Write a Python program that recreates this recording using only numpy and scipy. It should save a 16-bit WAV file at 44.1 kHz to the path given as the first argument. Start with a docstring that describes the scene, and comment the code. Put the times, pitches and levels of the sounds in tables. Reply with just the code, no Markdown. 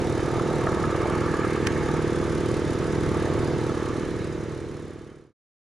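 """Rotor beats thump against each other as a helicopter passes slowly outdoors, over turbine hiss and roar.
Three sums of harmonics make the beats; the chopping one also swells the treble of the shaped-noise hiss.
Blade slaps are short decaying rings, the roar is noise in swelling bands, whine and buzz follow the thump.
Short noise bursts click once at the microphone housing, and the sound fades to silence."""
import sys
import numpy as np
from scipy import signal
from scipy.fft import rfft, irfft
from scipy.io import wavfile
from scipy.ndimage import uniform_filter1d

SR = 44100
rng = np.random.default_rng(int(sys.argv[2]) if len(sys.argv) > 2 else 0)


def unload_audio(sound):
    """Save the sound as a 16-bit wav file, at the path given as the first command line argument."""
    columns = np.transpose(np.atleast_2d(sound))
    # keep every value between -1 and 1, then stretch to whole-number steps
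    steps = np.round(np.clip(columns, -1, 1) * 32767)
    wavfile.write(sys.argv[1], SR, steps.astype(np.int16))


N = 255339
T = np.arange(N) / SR  # time, s

# Beat rates, the thump sinking as the machine draws past: time_s, thump_hz, throb_hz
BEAT_RATES = [(0, 38.717, 22.126), (.6, 38.683, 22.568), (1.2, 38.575, 22.374), (1.8, 38.394, 22.033),
              (5.4, 37.727, 22.027)]
CHOP_PER_THUMP = .95585  # the chop is geared to the thump
FADE_FROM_S, FADE_TO_S = 3.486, 5.332


def gain_of(db):
    """dB to gain."""
    return 10 ** (np.asarray(db) / 20)


def evened(x):
    """Scales to rms 1."""
    return x / np.sqrt(np.mean(x ** 2) + 1e-20)


def read(points, hz, count=1):
    """One column of a spectrum table, on a log-frequency axis."""
    columns = np.transpose(points)
    return np.interp(np.log(hz + 1), np.log(columns[0] + 1), columns[count])


def curve(rows, count):
    """One column of a time table at every sample."""
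    columns = np.transpose(rows)
    return np.interp(T, columns[0], columns[count])


def drift(per_s):
    """Slow random wander of rms 1, with so many new values per second."""
    steps = rng.standard_normal(600)
    return evened(np.interp(T * per_s, np.arange(600), steps))


def turns(count):
    """Cycles since the first pulse of one beat: 0 thump, 1 throb, 2 chop."""
    # Time of the first pulse of thump, throb and chop: start_s
    first_pulse_s = (.01911, .01085, -.00014)
    thump_hz = curve(BEAT_RATES, 1)
    hz = (thump_hz, curve(BEAT_RATES, 2), CHOP_PER_THUMP * thump_hz)[count]
    return np.cumsum(hz) / SR - hz[0] * first_pulse_s[count]


def beat(orders, count, gain_db, waver_db):
    """One pressure pulse a cycle: its multiples start together and ring on, the higher ones shifted in phase."""
    # Growing lag of each multiple behind the one below, for thump, throb and chop: lag_cycles
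    sweep = (.009, -.002, .042)
    k, db = np.transpose(orders)
    filled_db = np.interp(np.arange(33), np.r_[0, k, 32], np.r_[db[0], db, -80])
    log_gain = np.log(gain_of(filled_db))
    # The least-delay phase that belongs to these levels
    phase = -np.imag(signal.hilbert(np.r_[log_gain, log_gain[-2:0:-1]]))
    start = phase[k.astype(int)] - np.pi * sweep[count] * k ** 2
    cycles = turns(count)
    pulse = np.zeros(N)
    for multiple, level_db, offset in zip(k, db, start):
        level = np.sqrt(2) * gain_of(level_db + gain_db + waver_db * drift(8))
        pulse += level * np.cos(2 * np.pi * multiple * cycles + offset)
    return pulse


def rotor_beats():
    """Three rotor pulse trains at different rates drift in and out of step."""
    # Strength of each multiple of a beat, before its gain trim: multiple, level_db (rms)
    thump = [(1, -47.0), (2, -63.0), (3, -39.0), (4, -45.0), (5, -53.0), (6, -47.0), (7, -41.0), (8, -36.0),
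             (9, -33.0), (10, -36.0), (11, -38.0), (12, -39.0), (13, -39.0), (14, -55.0), (15, -64.0),
             (16, -61.0), (17, -59.0), (18, -81.0)]
    throb = [(1, -70.0), (2, -53.0), (3, -42.0), (4, -38.0), (5, -43.0), (6, -40.0), (7, -39.0), (8, -57.0),
             (9, -49.0), (10, -48.0), (11, -45.0), (12, -50.0)]
    chop = [(1, -62.0), (2, -68.0), (3, -53.0), (4, -44.0), (5, -47.0), (6, -44.0), (7, -52.0), (8, -48.0),
            (9, -40.0), (10, -43.0), (11, -44.0), (12, -47.0), (13, -48.0), (14, -50.0), (15, -67.0)]
    beats = beat(thump, count=0, gain_db=0.0, waver_db=0.88)
    beats += beat(throb, count=1, gain_db=0.96, waver_db=2.0)
    return beats + beat(chop, count=2, gain_db=-0.05, waver_db=1.15)


def slaps(rise_s, t60, count, gain_db):
    """A blade cuts a vortex: a sharp crack, wider for the loud ones, then a short ring; faint ones at random."""
    # The loud slaps: start_s, level_db (before rise and trim), ring_hz
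    loud = [(0.5851, -25, 1180), (0.6165, -24, 1120), (0.6699, -17, 1270), (0.7287, -21, 1180),
            (0.7831, -25, 1170), (0.8395, -20, 1310), (0.8944, -21, 1210), (0.9482, -22, 1200),
            (1.0191, -21, 1170), (1.1368, -22, 1240), (1.281, -23, 1180), (1.3394, -21, 1150),
            (1.3887, -23, 1160), (1.4486, -19, 1240), (1.5628, -25, 1200), (1.8901, -23, 1210),
            (2.2294, -28, 1110), (2.3296, -27, 1310), (2.4987, -26, 1140), (3.1428, -27, 1190),
            (3.235, -24, 1140), (3.5912, -28, 1320), (3.6471, -27, 1290), (3.696, -23, 1280),
            (3.7454, -25, 1260), (3.8067, -24, 1180), (3.9684, -26, 1150), (4.0243, -28, 1200),
            (4.4603, -36, 1180), (1.8821, -29, 1730), (2.0043, -29, 1610), (2.0602, -28, 1700),
            (2.164, -32, 1560)]
    faint_hz, faint_db = 1260, -29.5
    out, t = np.zeros(N), np.arange(2000) / SR
    rows = list(loud) + [(s, faint_db, faint_hz) for s in rng.uniform(0, FADE_TO_S, count)]
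    for (s, db, hz), (p, q) in zip(rows, rng.random((len(rows), 2))):
        # One partner above the ring and one below widen the first instant
        partners = np.sin(2 * np.pi * (1.3 + .15 * p) * hz * t)
        partners += np.sin(2 * np.pi * (.55 + .2 * q) * hz * t)
        ring = np.sin(2 * np.pi * hz * t) + gain_of(db + 17 - 2500 * t) * partners
        envelope = gain_of(db + gain_db - 60 * t / t60) * (1 - np.exp(-t / rise_s))
        out[round(s * SR):][:2000] -= envelope * ring
    return out


def puffs(cycles, at, width):
    """A bell-shaped opening once a cycle; place and width in cycles."""
    return np.exp(-.5 * (((cycles - at + .5) % 1 - .5) / width) ** 2)


def chop_strength(cycles, spread_db):
    """Each pass of the chopping beat has its own strength; some drop out."""
    # Passes at which the chop falls weak: time_s, drop_db
    dropouts = [(0.45, -25), (0.774, -25), (0.883, -25), (0.937, -25), (0.991, -9), (1.045, -25),
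                (1.127, -8), (1.235, -25), (1.289, -7), (1.425, -25), (1.588, -25), (1.615, -7),
                (1.643, -10), (1.697, -25), (1.752, -6), (1.806, -25), (1.997, -25), (2.051, -25),
                (2.27, -7), (2.434, -25), (2.625, -25), (2.762, -25), (2.817, -25), (2.899, -25),
                (2.981, -25), (3.283, -9), (3.31, -25), (3.365, -8), (3.42, -8), (3.503, -10), (3.53, -9),
                (3.557, -25), (3.722, -25), (3.805, -9), (3.915, -25), (4.025, -7), (4.135, -25),
                (4.218, -9), (4.301, -25), (4.356, -25), (4.384, -25), (4.466, -25), (4.632, -9),
                (4.66, -25), (4.964, -25)]
    db = spread_db * (1 + rng.random(300)) / 2
    s, drop_db = np.transpose(dropouts)
    db[np.floor(np.interp(s, T, cycles)).astype(int) + 1] += drop_db
    return gain_of(db)[np.floor(cycles).astype(int) + 1]


def air(db_per_hz, patchy_db, chop=None):
    """Noise as random short-time spectra with drifting patches; two unrelated draws."""
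    # Swell of the treble for a chop value of 1: frequency_hz, swell_db
    chopped = [(1500, 0), (3500, 2.5), (6500, 4), (9000, 4), (12000, 5)]
    frames, hz = N // 64 + 8, np.fft.rfftfreq(256, 1 / SR)
    a, b, c, d, patches = rng.standard_normal((frames, 129, 5)).T
    # Smoothed over 3 frequency bins and 30 frames
    patches = uniform_filter1d(uniform_filter1d(patches, 3, 0), 30, 1)
    field_db = patchy_db * evened(patches)
    if chop is not None:
        chop_at_frames = np.interp(np.arange(frames) * 64, np.arange(N), chop)
        field_db = field_db + read(chopped, hz)[:, None] * chop_at_frames
    plain = np.array([a + 1j * b, c + 1j * d])
    white = signal.istft(plain * gain_of(field_db), nperseg=256, noverlap=192)[1][:, :N]
    white = white / np.std(signal.istft(plain, nperseg=256, noverlap=192)[1])
    colour = gain_of(db_per_hz(np.fft.rfftfreq(N, 1 / SR))) * np.sqrt(SR / 2)
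    return irfft(rfft(white) * colour, N)


def band(hz, width, x):
    """A bell-shaped band of x."""
    f = np.fft.rfftfreq(x.shape[-1], 1 / SR)
    return irfft(rfft(x) * np.exp(-.5 * ((f - hz) / width * 2) ** 2), x.shape[-1])


def repeating(gains, cycles, change_per_s):
    """A wave that returns every cycle, from the gains of its multiples; its shape slowly changes."""
    angle = rng.uniform(0, 2 * np.pi, (2, len(gains)))
    a, b = irfft(gains * np.exp(1j * angle), 8192) * 8192 / np.sqrt(2)
    place = cycles % 1 * 8192
    blend = change_per_s * T  # radians
    first = np.cos(blend) * np.interp(place, np.arange(8192), a)
    return first + np.sin(blend) * np.interp(place, np.arange(8192), b)


def compressor_tones(cycles):
    """Wavering high tones of the compressor, let through at each chop."""
    # Tones: multiple_of_chop, place_cycles, width_cycles, level_db (peak, before the strength of the pass)
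    chirp = [(270, .635, .04, -50.5), (258, .77, .025, -54), (247, .72, .06, -56)]
    high = np.zeros(N)
    for k, at, width, db in chirp:
        level = gain_of(db + 1.2 * drift(29)) * puffs(cycles, at, width)
        high += level * np.sin(2 * np.pi * (k * cycles + .12 * drift(30)))
    return high


def hiss_bands():
    """Narrow bands of noise in the hiss, each with a wavering level."""
    # Bands: centre_hz, width_hz, level_db (rms, before wavering)
    tones = [(3066, 40, -60), (3425, 60, -63), (3568, 30, -64), (3714, 60, -62), (3895, 60, -63),
             (4136, 35, -63), (4300, 20, -68), (4898, 55, -62.5), (5760, 173, -63), (6340, 80, -66),
             (6780, 100, -66)]
    return sum(gain_of(db + 2 * drift(4)) * evened(band(hz, width, rng.standard_normal((2, N))))
               for hz, width, db in tones)


def turbines(cycles):
    """Wide hiss that swells at each chop, partly alike from pass to pass, with high tones and narrow bands."""
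    # Colour of the turbine hiss: frequency_hz, relative_level_db (per Hz)
    hiss_colour = [(400, -22), (560, 1.5), (750, -10), (880, -3.5), (1000, -0.5), (1290, 1), (1450, -4),
                   (1700, -2.5), (2300, -8.5), (3000, -14), (4500, -18), (6800, -18.5), (8200, -22.5),
                   (10150, -23.5), (10400, -27.5), (11500, -39), (14600, -46)]
    hiss_db = -39  # rms
    repeat_db, repeat_from_hz = -59, 3500  # the part alike from pass to pass, before swell and strength
    strength = chop_strength(cycles - .2, spread_db=6)
    swell = puffs(cycles, at=.62, width=.05) / 2 + puffs(cycles, at=.72, width=.12)
    chop = swell * (0.6 * strength - 0.2)
    hiss = evened(air(lambda hz: read(hiss_colour, hz), patchy_db=1.0, chop=chop))
    high = compressor_tones(cycles)
    hz = np.arange(320) * CHOP_PER_THUMP * BEAT_RATES[0][1]
    gains = gain_of(read(hiss_colour, hz)) * (hz > repeat_from_hz)
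    same = evened(repeating(gains, cycles, change_per_s=1.5) * (.3 + swell))
    return gain_of(hiss_db) * hiss + hiss_bands(), strength * (high + gain_of(repeat_db) * same)


def swelling(hz):
    """Gain of one band of roar: calm, plus every swell that reaches it."""
    # Swells of the roar: peak_s, half_length_s, centre_hz, peak_db (before flutter)
    swells = [(0.32, 0.23, 1225, -47.5), (0.4, 0.42, 620, -39), (1.03, 0.49, 1170, -36.5),
              (.7, .06, 800, -46), (1.06, 0.074, 650, -38.5), (1.1, 0.1, 2220, -50.5),
              (1.56, 0.25, 1650, -43.5), (1.506, 0.056, 2400, -50), (2.22, 0.31, 1250, -46.5),
              (1.89, 0.09, 880, -45.5), (1.86, .15, 1660, -50.5), (3.33, .2, 640, -42),
              (3.17, 0.2, 1180, -43.5), (3.86, 0.18, 1190, -42.5), (4.248, 0.074, 1670, -51)]
    calm_db, calm_fall_db_per_khz = -51.5, 3.5
    flank_db, reach_db_per_octave = 5.5, 26.5  # fall at one half-length from the peak; fall off the centre
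    gain = gain_of(calm_db - calm_fall_db_per_khz * hz / 1000)
    for s, half, centre_hz, db in swells:
        fall_db = flank_db * ((T - s) / half) ** 2
        distance_db = reach_db_per_octave * abs(np.log2(hz / centre_hz))
        gain = gain + gain_of(db - fall_db - distance_db)
    return gain


def roar():
    """Rumble, and broad bands that swell slowly, flutter, and jump as each main blade passes, then sink back."""
    # Low rumble: frequency_hz, level_db (per Hz)
    rumble = [(18, -105), (32, -64), (60, -75.5), (110, -57.5), (180, -55), (280, -67), (420, -63.5),
              (600, -65), (900, -77), (3000, -160)]
    # Broad bands of blade roar: centre_hz, width_hz
    roar_bands = [(640, 280), (880, 170), (1220, 270), (1700, 220), (2200, 240), (2750, 730)]
    blade_hz, blade_at_s = 18.17, .670  # main blades passing; one passes at this time
    passes = (T - blade_at_s) * blade_hz
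    jump = uniform_filter1d(np.exp(-(passes % 1) / .3) - .3, 40)
    bands = np.zeros((2, N))
    for hz, width in roar_bands:
        jump_size = rng.random(200)[np.floor(passes + 20).astype(int)]  # one for each pass
        flutter = gain_of(2.13 * drift(60) + 7.1 * jump * jump_size)
        bands += swelling(hz) * flutter * evened(band(hz, width, rng.standard_normal((2, N))))
    return air(lambda hz: read(rumble, hz), patchy_db=0.8) + bands


def whine():
    """Thin gear tones at multiples of the thump die away slowly."""
    # Tones: multiple_of_thump, start_level_db (rms, before wavering), fall_db_per_s_squared
    gears = [(22, -53, .8), (23, -52, .1), (23.98, -46.5, 1.3)]
    cycles, out = turns(count=0), np.zeros(N)
    for k, db, fall in gears:
        level = np.sqrt(2) * gain_of(db - fall * T ** 2 + 2.2 * drift(6))
        out += level * np.sin(2 * np.pi * (k * cycles + .02 * drift(10)))
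    return out


def buzz():
    """Thin steady lines in the upper middle, locked to the thump."""
    # Groups of high multiples: middle_multiple, multiples_to_each_side (3 dB down), level_db (rms at middle)
    groups = [(40, 1, -57), (44, .5, -60), (50.7, .5, -62), (54, .5, -60), (56.5, .5, -62)]
    k = np.arange(130)
    gains = sum(gain_of(db - 3 * ((k - mid) / side) ** 2) for mid, side, db in groups)
    return repeating(gains, turns(count=0), change_per_s=.4)


def clicks(alike):
    """Something small clicks against the housing: dry bursts that differ between the ports."""
    # Bursts: start_s, left_level_db, right_level_db, t60_s
    bursts = [(1.6668, -33, -26, .012), (1.6705, -14, -14, .009), (1.6716, -18, -28, .014),
              (1.6726, -26, -20, .018)]
    # Colour of the click: frequency_hz, relative_level_db (per Hz)
    colour = [(400, -14), (900, -2), (1700, 3), (2600, 0), (3400, -9), (4300, -10), (5700, -5), (7200, -15),
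              (8500, -21), (9700, -14), (12000, -28), (14600, -42)]
    out, t = np.zeros((2, N)), np.arange(1000) / SR
    colour_gain = gain_of(read(colour, np.fft.rfftfreq(1000, 1 / SR)))
    draws = rng.standard_normal((len(bursts), 3, 1000))
    for (s, left_db, right_db, t60), (shared, *own) in zip(bursts, draws):
        noise = alike * shared + np.sqrt(1 - alike ** 2) * np.array(own)
        shape = gain_of(-60 * t / t60) * (1 - np.exp(-t / .0001))
        crack = shape * irfft(rfft(noise) * colour_gain)
        # Each burst gets the energy of its envelope
        crack = crack * np.linalg.norm(shape) / np.linalg.norm(crack, axis=1, keepdims=True)
        out[:, round(s * SR):][:, :1000] += gain_of(np.c_[[left_db, right_db]]) * crack
    return out


def ports(common, other):
    """Both ports hear one sound at another level and phase; the right also hears what the left does not."""
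    # The two microphone ports: frequency_hz, left_minus_right_db, left_lead_radians, likeness (0 to 1)
    port_pair = [(25, 9, -1.2, .9), (45, 5, -1, .95), (90, 1, -.8, .95), (150, -1.5, -.55, .95),
                 (300, -3.5, -.2, .96), (600, -3.2, -.05, .96), (1250, -1.8, 0, .93), (2300, -1.5, 0, .92),
                 (4200, -4, 0, .88), (6500, -1.5, .15, .75), (8300, 2, -1.7, .6), (10000, .8, -1.2, .7),
                 (12000, -.5, -.5, .5), (14600, 0, -.3, .4)]
    hz = np.fft.rfftfreq(N, 1 / SR)
    tilt = gain_of(read(port_pair, hz, count=1) / 2) * np.exp(.5j * read(port_pair, hz, count=2))
    same = np.clip(read(port_pair, hz, count=3), 0, 1)
    left = rfft(common) * tilt
    right = (same * rfft(common) + np.sqrt(1 - same ** 2) * rfft(other)) / tilt
    return irfft(np.array([left, right]), N)


def scene():
    """All sources reach both ports, the right with some noise of its own; clicks come through the housing."""
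    beats = rotor_beats()
    hiss, chopped_treble = turbines(turns(count=2))
    noise = hiss + roar()
    slapping = slaps(rise_s=.0003, t60=.035, count=8, gain_db=-1)
    common = beats + chopped_treble + whine() + buzz() + slapping + noise[0]
    return ports(common, noise[1]) + clicks(alike=.7)


def record(dry):
    """A straight fade to silence, then the band limit."""
    edge_hz = 14600
    fade = np.clip((FADE_TO_S - T) / (FADE_TO_S - FADE_FROM_S), 0, 1)
    lowpass = signal.firwin(511, edge_hz, window=("kaiser", 9), fs=SR)
    return signal.oaconvolve(dry * fade, lowpass[None], "same")


dry = scene()
out = record(dry)
unload_audio(out)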